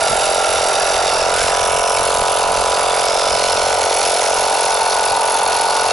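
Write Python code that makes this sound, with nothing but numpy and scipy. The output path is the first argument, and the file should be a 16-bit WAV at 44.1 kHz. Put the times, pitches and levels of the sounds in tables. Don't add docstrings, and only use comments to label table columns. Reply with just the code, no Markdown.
import sys
import numpy as np
from scipy import signal
from scipy.fft import rfft, irfft
from scipy.io import wavfile
from scipy.ndimage import uniform_filter1d, map_coordinates

SR = 44100
rng = np.random.default_rng(int(sys.argv[2]) if len(sys.argv) > 2 else 0)


def linear_from_db(decibels):
    return 10 ** (np.asarray(decibels, float) / 20)


def pcm_store(signal):
    levels = np.round(np.clip(np.atleast_2d(signal), -1, 1) * 32767)
    wavfile.write(sys.argv[1], SR, levels.astype(np.int16).T)


N = 261072
TIME_S = np.arange(N) / SR
FREQUENCY_HZ = np.arange(N // 2 + 1) * SR / N


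def rms_one(x):
    return x / np.sqrt(np.mean(x ** 2) + 1e-20)


def in_time(rows):
    s, *columns = np.transpose(rows)
    return [np.interp(TIME_S, s, column) for column in columns]


def coloured(x, points):
    hz, db = np.transpose(points)
    log_hz = np.log(np.maximum(FREQUENCY_HZ, 1))
    gain_db = np.interp(log_hz, np.log(hz), db, left=-70, right=-70)
    return rms_one(irfft(rfft(x) * linear_from_db(gain_db), N))


def resonance(x, hz, width_hz):
    r = np.exp(-np.pi * width_hz / SR)
    peak = (1 - r * r) / 2
    return signal.lfilter([peak, 0, -peak], [1, -2 * r * np.cos(2 * np.pi * hz / SR), r * r], x)


def moving_peak(x, hz, width_hz):
    spin = np.exp(2j * np.pi * np.cumsum(hz) / SR)
    lowpass = signal.butter(2, width_hz, fs=SR, output="sos")
    return rms_one(np.real(signal.sosfilt(lowpass, x * np.conj(spin)) * spin))


def drift(rate_hz):
    count = int(N * rate_hz / SR) + 2
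    return np.interp(TIME_S * rate_hz, np.arange(count), rng.standard_normal(count))


def grit(spread_db):
    return rms_one(rng.standard_normal(N) * linear_from_db(spread_db * np.minimum(rng.exponential(1, N), 5)))


# start_s, looseness of parts [0-1], firmness of seat on the ground [0-1],
# clear view past the body [0-1]
STATE = [(0, 0.87, 0, 0.2), (.6, 0.9, 0.07, 0.16), (1.22, 0.6, 0, 0.17), (1.36, 0.34, 0, 0),
         (1.75, 0.01, 0.64, 0), (2.3, 0.19, 0.6, 0.36), (2.9, 0.24, 0.2, 0.32), (3.2, 0.5, 0.6, 0.2),
         (3.45, 0.3, 1, 0.33), (3.7, 0.51, 0.9, 0.53), (4.2, 0.7, 1, 0.4), (4.7, 0.37, 0.85, 0.89),
         (5.3, 0.34, 0.85, 1), (5.92, 0.3, 0.75, 1)]


def by_state(rest, *per):
    rows = np.array(STATE)
    return in_time(np.c_[rows[:, 0], rest + rows[:, 1:] @ per])[0]


ANSWERS = {"knock dB": (-26, 3, 2.5, -3, -1.5), "snap dB": (-31, -11, 2.5, 2, 0),
           "whine dB": (-27.5, -4.5, -8, 6, -3), "rattle 800 dB": (-29, 12, 1.5, 2, -13),
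           "rattle 900 dB": (-30, -4.5, 2, 17, -1), "rattle 1400 dB": (-36, 17, -9, 11.5, 15.5),
           "rattle 1400 Hz": (1367, -10, 0, 45, 103), "broad rattle dB": (-28.5, 6, -4.5, -1, -4),
           "shadow depth": (-0.098, 0.61, 0.37, -0.31, 0.35), "modes 1 dB": (7, 1.5, -3, -3, -2),
           "modes 2 dB": (0, -17, 0.5, 8, -9), "modes 3 dB": (-3.5, -16, 25, 4, 3),
           "leak share": (0.4, 0.13, -0.053, 0.022, 0.091), "rattle 620 dB": (-45.5, 19, -2, -1, -2),
           "play": (1.0, 1.5, 0, -0.5, 1.0), "left-right dB": (-2.5, -0.4, 0.65, 0.9, 0.19),
           "hiss modes dB": (-1.5, -1.5, 0, -0.5, -5.5)}


def answer(part):
    jolt_s, jolt_length_s = 1.404, 0.078
    *steady, per_jolt = ANSWERS[part]
    return by_state(*steady) + per_jolt * np.exp(-((TIME_S - jolt_s) / jolt_length_s) ** 2)


# pitch_hz, width_hz, level_db
HOUSING = [(467.3, 23.5, 4.5), (612, 45, -11), (646, 16, -17), (884, 23, 2), (990, 11, 5.5),
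           (1184, 76, -15), (639, 11, -6.5), (1275, 91, 2), (1457, 33, -1)]
MODE_GROUP = [0, 1, 0, 2, 1, 1, 0, 1, 3]


def contacts(turns, speed, table, late_ms, uneven_db):
    out = np.zeros(N)
    freedom_db = [0, answer("modes 1 dB"), answer("modes 2 dB"), answer("modes 3 dB")]
    late_ms = late_ms * np.clip(answer("play"), .2, 6)
    for at_turn, db, hz, ms in table:
        turn = np.round(turns - at_turn).astype(int)
        late, strength = np.clip(rng.standard_normal((300, 2)), -2, 2)[turn].T
        s = (turns - at_turn - turn) / speed - late_ms * late / 1000
        burst = np.exp(-(s * 1000 / ms) ** 2) * np.cos(2 * np.pi * hz * s)
        out += linear_from_db(db + uneven_db * strength) * burst
    out = rms_one(signal.sosfilt(signal.butter(4, 385, "high", fs=SR, output="sos"), out))
    ringing = 0
    for (hz, width_hz, db), group in zip(HOUSING, MODE_GROUP):
        ringing = ringing + resonance(out * linear_from_db(db + freedom_db[group]), hz, width_hz)
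    return out + ringing


# order [per turn], rest_db, per_looseness_db, per_firmness_db, per_clear_view_db
SINGING = [(9, -45, 4.5, 0, 3.5), (8, -49.5, -9, 2.0, -5), (10, -36.5, -3.5, 1.5, 3),
           (11, -40, 7, -4, -3.5), (13, -48, 6, -2, -16), (21, -40.5, -11, 7, 1), (33, -44, 0.5, 8, 1.5),
           (14, -38.5, 8, -4.5, -1), (15, -28.5, -1, 2.5, -12.5), (16, -30, -7.5, 0, -0.5),
           (20, -42, 7, -7.5, 17.5), (23, -39, -7, 11, -13), (17, -44, -15, -1, 2), (18, -39.5, 5, -2, -7),
           (19, -46, 4, 3, 12.5), (26, -43, -13, 1, 1), (25, -39, -2, -3, -5), (30, -37, 4.5, 6, -10),
           (32, -35, -9, -8, -7)]


def singing(strokes, turns):
    out = 0
    for order, *levels_db in SINGING:
        spin = np.exp(2j * np.pi * order * turns)
        phase = np.angle(np.vdot(spin, strokes))
        out = out + linear_from_db(by_state(*levels_db) + 1.3 * drift(18)) * np.real(spin * np.exp(1j * phase))
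    return out


# at_turn [0-1], level_db, pitch_hz, length_ms
KNOCKS = [
    (0.958, 6, 587, 1.56),
    (0.05, -3, 620, 0.69),
    (.095, -4.5, 1020, 0.73),
    (0.2, -3, 551, 3.7),
    (.44, -7.5, 880, 1.9),
    (.952, -4, 990, 0.85),
    (.832, -10, 630, 0.97),
]
# at_turn [0-1], level_db, pitch_hz, length_ms
SNAPS = [
    (.64, 7, 930, 0.62),
    (0.922, -19, 210, 0.89),
    (0.0953, -14, 1430, 0.99),
]


def pump(turns, speed):
    knocks = contacts(turns, speed, KNOCKS, late_ms=.06, uneven_db=1.2)
    snaps = contacts(turns, speed, SNAPS, late_ms=.03, uneven_db=2.0)
    strokes = linear_from_db(answer("knock dB") - 1.0) * knocks + linear_from_db(answer("snap dB") - 0.5) * snaps
    whine = np.sin(2 * np.pi * np.cumsum(796 + 7.03 * drift(30)) / SR)
    whine = whine * (1 + 0.47 * np.cos(2 * np.pi * (turns - .4)))
    hum = 0
    for order, db in [(2, -49), (4, -49), (5, -53), (6, -50.5), (7, -45)]:
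        hum = hum + linear_from_db(db) * np.sin(2 * np.pi * order * turns)
    return strokes + singing(strokes, turns) + linear_from_db(answer("whine dB") + 2.5 + 1.8 * drift(20)) * whine + hum


# frequency_hz, density_db [dB per Hz]
RATTLE_FLOOR = [(250, -33), (400, -4.5), (520, -11), (640, -1), (800, -7.5), (1100, -2.5), (1500, -4.5),
                (1900, -31), (2500, -15)]


def rattle(turns):
    shake = grit(1.3) * linear_from_db(1.1 * np.cos(2 * np.pi * (turns - .72)) + 1.5 * drift(30))
    twice = resonance(resonance(shake, 686, 200), 686, 200)
    return (linear_from_db(answer("rattle 620 dB")) * rms_one(twice)
            + linear_from_db(answer("rattle 800 dB") - 4.5) * rms_one(resonance(shake, 775, 109))
            + linear_from_db(answer("rattle 900 dB") - 10.5) * rms_one(resonance(shake, 899, 52))
            + linear_from_db(answer("rattle 1400 dB") - 9.5) * moving_peak(shake, answer("rattle 1400 Hz"), 63)
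            + linear_from_db(answer("broad rattle dB")) * coloured(shake, RATTLE_FLOOR))


def shadowed(x):
    loose, firm, view = in_time(STATE)
    x = x - np.clip(.6 - 0.83 * view, 0, 1) * resonance(x, 841, 30)
    x = x - np.clip(0.33 * loose - 0.16 * firm, 0, 1) * resonance(x, 530, 40)
    return x - np.clip(answer("shadow depth"), 0, 1) * resonance(x, 1076, 280)


# opens_turn [0-1], shuts_turn [0-1], sag_db, hiss_db, top_db
GUSTS = [
    (0.198, 0.52, -4, -0.5, 3),
    (0.612, 0.83, -10.5, 6.5, -5),
]


def gusts(turns, leak, column):
    flow = leak.copy()
    for opens, shuts, sag_db, *level_db in GUSTS:
        gone = ((turns - opens) % 1) / (shuts - opens)
        uneven_db = 2.8 * np.clip(rng.standard_normal(300), -2, 2)[(turns - opens + 1).astype(int)]
        strength = linear_from_db(level_db[column] + sag_db * gone + uneven_db)
        gate = np.clip(gone * 25, 0, 1) * np.clip((1.1 - gone) * 5, 0, 1)
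        flow = flow + (1 - leak) * strength * gate
    return flow / np.sqrt(uniform_filter1d(flow ** 2, size=8000))


def tooth_noise(turns, spread_db, repeat):
    patterns = grit(spread_db)[:60 * 1000].reshape(60, 1000)
    again = map_coordinates(patterns, [turns / 6.0, (turns % 1) * 999], order=1)
    return np.sqrt(repeat) * rms_one(again) + np.sqrt(1 - repeat) * grit(spread_db)


# start_s, hiss_db, jet_over_hiss_db
AIR = [(0, -21.5, -3), (.9, -23.5, -4.5), (1.27, -26.5, -8), (1.4, -21.5, -4.5), (1.55, -24.5, -4.5),
       (1.83, -26.5, -1), (2.72, -25.5, -6.5), (2.98, -26, -3), (3.1, -24.5, -9), (3.36, -23.5, -6),
       (3.71, -25.5, -7), (4, -23.5, -2), (4.32, -24.5, -3.5), (5.31, -25.5, -2), (5.92, -25, -5)]
# frequency_hz, density_db [dB per Hz]
HISS_FLOOR = [(1500, -13), (2000, -5), (3000, -5.5), (5000, -6), (7000, -9), (9000, -13), (11000, -16.5)]
JET_TOP = [(6000, -16), (8000, -6.5), (9500, -3), (10400, 5), (11500, -3)]
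# frequency_hz, level_db
HISS_TILT = [(1500, 12.5), (3000, -1.5), (6000, 2.5), (10000, 5.5)]
# pitch_hz, width_hz, level_db, per_firmness_db, per_clear_view_db
HISS_MODES = [(1680, 190, 3.5, -5.5, -28), (2246, 75, 4.5, -2, -1.5), (2712, 58, 8, -1, 1),
              (2990, 57, 2, 7, -5), (3490, 88, 4.5, 0, 4.5), (3780, 54, 8, -8.5, 6.5),
              (4330, 135, -6.5, 12, 6), (4786, 117, 4.5, -11.5, 12.5), (5220, 320, -2, 4.5, 2.5),
              (5940, 170, -3.5, 6, 3.5), (6570, 110, -8, 8.5, 4), (7470, 100, 0, 0, -12),
              (8270, 100, 0.5, 0, -6), (9360, 87, -6.5, 5, -4)]
# pitch_hz, width_hz, depth [0-1]
VALLEYS = [(1840, 390, 0.37), (2260, 27, 0.24), (3240, 79, 1), (4180, 84, 0.06), (6760, 110, .5),
           (8530, 600, 0.4)]
# start_s, hollow_hz (between coat and tyre), hollow_db, echo_delay_ms, echo_share [0-1]
BODY = [(0, 5630, -11.5, 1.055, 0.2), (.95, 5740, -6, 1.08, 0.18), (1.28, 5550, -6, 1.13, 0.2),
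        (1.36, 5000, -20.5, 0.69, 0), (1.52, 5300, -12, 0.37, 0.09), (1.6, 5440, -14, 0.328, 0.35),
        (1.93, 5300, -10, 0.335, 0.4), (2.1, 5970, -10, .67, 0.051), (2.55, 6150, -11.5, 0.69, 0.14),
        (2.9, 5950, -9.5, .67, 0.066), (3.05, 5250, -11.5, .21, 0.09), (3.45, 4760, -9, 0.2, 0.13),
        (3.6, 5660, -12, 0.95, 0.33), (3.8, 5530, -19, 0.91, 0.15), (4.4, 5270, -20, 0.83, 0),
        (4.7, 5100, -27, 1.14, 0), (5.92, 5100, -35, 1.15, 0.046)]


def air(turns):
    hiss_db, top_db = in_time(AIR)
    _, firm, view = in_time(STATE)
    hollow_hz, hollow_db, echo_ms, echo = in_time(BODY)
    leak = np.clip(answer("leak share"), .05, .95)
    jet = tooth_noise(turns, spread_db=2.5, repeat=0.17) * gusts(turns, leak, column=0)
    other = tooth_noise(turns, spread_db=1.5, repeat=0.073) * gusts(turns, leak, column=0)
    other = coloured(other, HISS_TILT)
    rung = 0
    for k, (hz, width_hz, db, firm_db, view_db) in enumerate(HISS_MODES):
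        gain = linear_from_db(db + firm_db * firm + view_db * view + 2.1 * drift(9))
        rung = rung + (-1) ** k * gain * resonance(other, hz, width_hz)
    hiss = (linear_from_db(-1.0) * coloured(jet, HISS_FLOOR) + linear_from_db(answer("hiss modes dB")) * rms_one(rung)
            + linear_from_db(hollow_db + 1.5 * drift(7.1)) * moving_peak(other, hollow_hz, width_hz=340))
    delayed = np.interp(np.arange(N) - echo_ms * SR / 1000, np.arange(N), hiss)
    hiss = (hiss + echo * delayed) / np.sqrt(1 + echo ** 2)
    for hz, width_hz, depth in VALLEYS:
        hiss = hiss - depth * resonance(hiss, hz, width_hz)
    top = coloured(grit(3.8) * gusts(turns, 0.69 * leak, column=1), JET_TOP)
    top = top + linear_from_db(-6.0 + 16 * np.minimum(view, .55)) * resonance(top, 10530, 160)
    return linear_from_db(hiss_db + 0.85 * drift(12)) * (hiss + linear_from_db(top_db - 1.5) * top)


# frequency_hz, lead_radians, level_db
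LEFT_LEAD = [(0, .1, 1.5), (380, .36, -.8), (520, 0.44, 1.2), (800, 0.46, 0.9), (1500, 0.54, -0.5),
             (3000, 0.24, .1), (4500, .12, 0.4), (12000, .08, .2)]
# frequency_hz, level_db
SCATTER = [(100, -10), (300, -4), (500, -1.5), (900, -5.5), (1150, -3), (2400, 0.5), (5600, -2),
           (12000, -1.5)]


def surroundings(x):
    hz, radians, db = np.transpose(LEFT_LEAD)
    lead = np.exp(.5 * np.interp(FREQUENCY_HZ, hz, 1j * radians + np.log(linear_from_db(db))))
    direct = irfft(rfft(x) * np.array([lead, 1 / lead]), N)
    age_s = np.arange(16000) / SR
    decay = linear_from_db(-60 * age_s / .6) * np.clip(age_s / .03, 0, 1)
    scatter = rng.standard_normal(len(age_s)) * decay
    already_running = np.r_[x[:16000], x]
    echo = coloured(signal.fftconvolve(already_running, scatter)[16000:N + 16000], SCATTER)
    return direct + linear_from_db(-13.0) * np.std(x) * echo * [[1], [-1]]


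# start_s, level_db
WIND = [(0, -37.5), (.8, -41.5), (1.5, -38), (2.6, -42), (3.0, -43.5), (3.6, -39), (4.1, -47),
        (5.92, -46.5)]
# frequency_hz, density_db [dB per Hz]
WIND_COLOUR = [(7.1, -40), (12, 1.5), (81, 3), (136, -3), (264, -10), (330, -12), (430, -44), (730, -120)]
WIND_APART = [(12, 6), (60, -3), (130, -1), (220, -4), (330, -8), (450, -30)]
# centre_s, level_db
PUFFS = [(.12, 11.5), (.28, 5), (.35, -7), (.45, -8), (.86, 2), (.96, 3), (1.14, 1), (1.43, 6.5), (1.63, 4),
         (1.74, 5.5), (2.01, 4), (2.13, 2), (2.21, 9), (2.35, -6), (2.5, 8), (2.6, 12), (2.78, 0),
         (3.33, 10), (3.9, -7), (4.1, 0), (4.17, -17), (4.4, 4), (4.6, -8), (4.91, -5), (5.12, 10),
         (5.18, -6), (5.74, -1), (5.85, 5)]


def wind():
    shared = coloured(rng.standard_normal(N) * linear_from_db(0.66 * drift(14)), WIND_COLOUR)
    apart = coloured(rng.standard_normal(N) * linear_from_db(0.66 * drift(14)), WIND_APART)
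    puff_s = 0.026
    puffs_db = sum(db * np.exp(-((TIME_S - s) / puff_s) ** 2) for s, db in PUFFS)
    ports = shared * linear_from_db([[-.7], [.7]]) + linear_from_db(-6.5) * apart * [[1], [-1]]
    return linear_from_db(in_time(WIND)[0] + puffs_db) * ports


# start_s, peak_db, left_right_db
TICKS = [(0.1845, -53, -4), (1.0226, -41, 12), (1.2795, -55, -4.5), (1.4194, -48, -4), (1.6312, -45, 1.0),
         (1.6621, -63, -1.5), (1.7394, -60, -4), (1.8058, -47, -4.5), (1.8716, -51, 0), (2.0014, -47, 5),
         (2.1294, -54, -3), (2.2194, -40, 17), (2.2594, -39, -0.5), (2.386, -35, 3), (2.7187, -42, -2),
         (2.9894, -95, -6), (3.8546, -50, 11), (4.0497, -35, 2.0), (4.141, -47, -1.5), (4.3201, -52, 0),
         (4.4493, -54, -1), (4.582, -73, -14), (4.8394, -72, -19), (4.9846, -66, -6), (5.2094, -48, -3),
         (5.2699, -86, -11), (5.4525, -81, -2), (5.5174, -50, 5), (5.6072, -39, -9), (5.6421, -51, 2.5)]


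def ticks():
    out, age_s = np.zeros((2, N)), np.arange(-200, 200) / SR
    for s, db, pan_db in TICKS:
        at = round(s * SR) - 100
        burst = rng.standard_normal(400) * np.exp(-(age_s / 0.0024) ** 2)
        out[:, at:at + 400] += linear_from_db(db + np.array([[pan_db], [-pan_db]]) / 2) * burst
    return linear_from_db(8) * signal.sosfilt(signal.butter(2, [11000, 11500], "band", fs=SR, output="sos"), out)


# start_s, speed [turns per s]
SPEED = [(0, 43.971), (0.25, 44.412), (0.5, 43.998), (0.9, 44.367), (1.25, 44.289), (1.45, 44.941),
         (1.65, 44.769), (1.95, 45.178), (2.25, 44.893), (2.5, 44.96), (3.05, 44.86), (3.4, 45.089),
         (3.8, 45.189), (4.1, 44.939), (5, 44.94), (5.92, 44.956)]


def scene():
    speed, = in_time(SPEED)
    turns = np.cumsum(speed) / SR
    pan_db = answer("left-right dB")
    housing = shadowed(rattle(turns) - pump(turns + 0.015, speed))
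    near = surroundings(housing + air(turns))
    return near * linear_from_db(np.array([pan_db, -pan_db]) / 2) + wind()


def steadied(x, share):
    level = uniform_filter1d(np.mean(x ** 2, axis=0), size=2940)
    return x * (level / np.mean(level)) ** (-share / 2)


def band_limit(x):
    return signal.sosfilt(signal.butter(12, 12360, fs=SR, output="sos"), x)


def record(dry):
    soft = 1.137 * np.tanh(steadied(dry, share=0.96) / 1.041)
    cut = signal.sosfilt(signal.ellip(14, .5, 75, 11020, fs=SR, output="sos"), soft)
    return band_limit(cut + ticks())


dry = scene()
out = record(dry)
pcm_store(out)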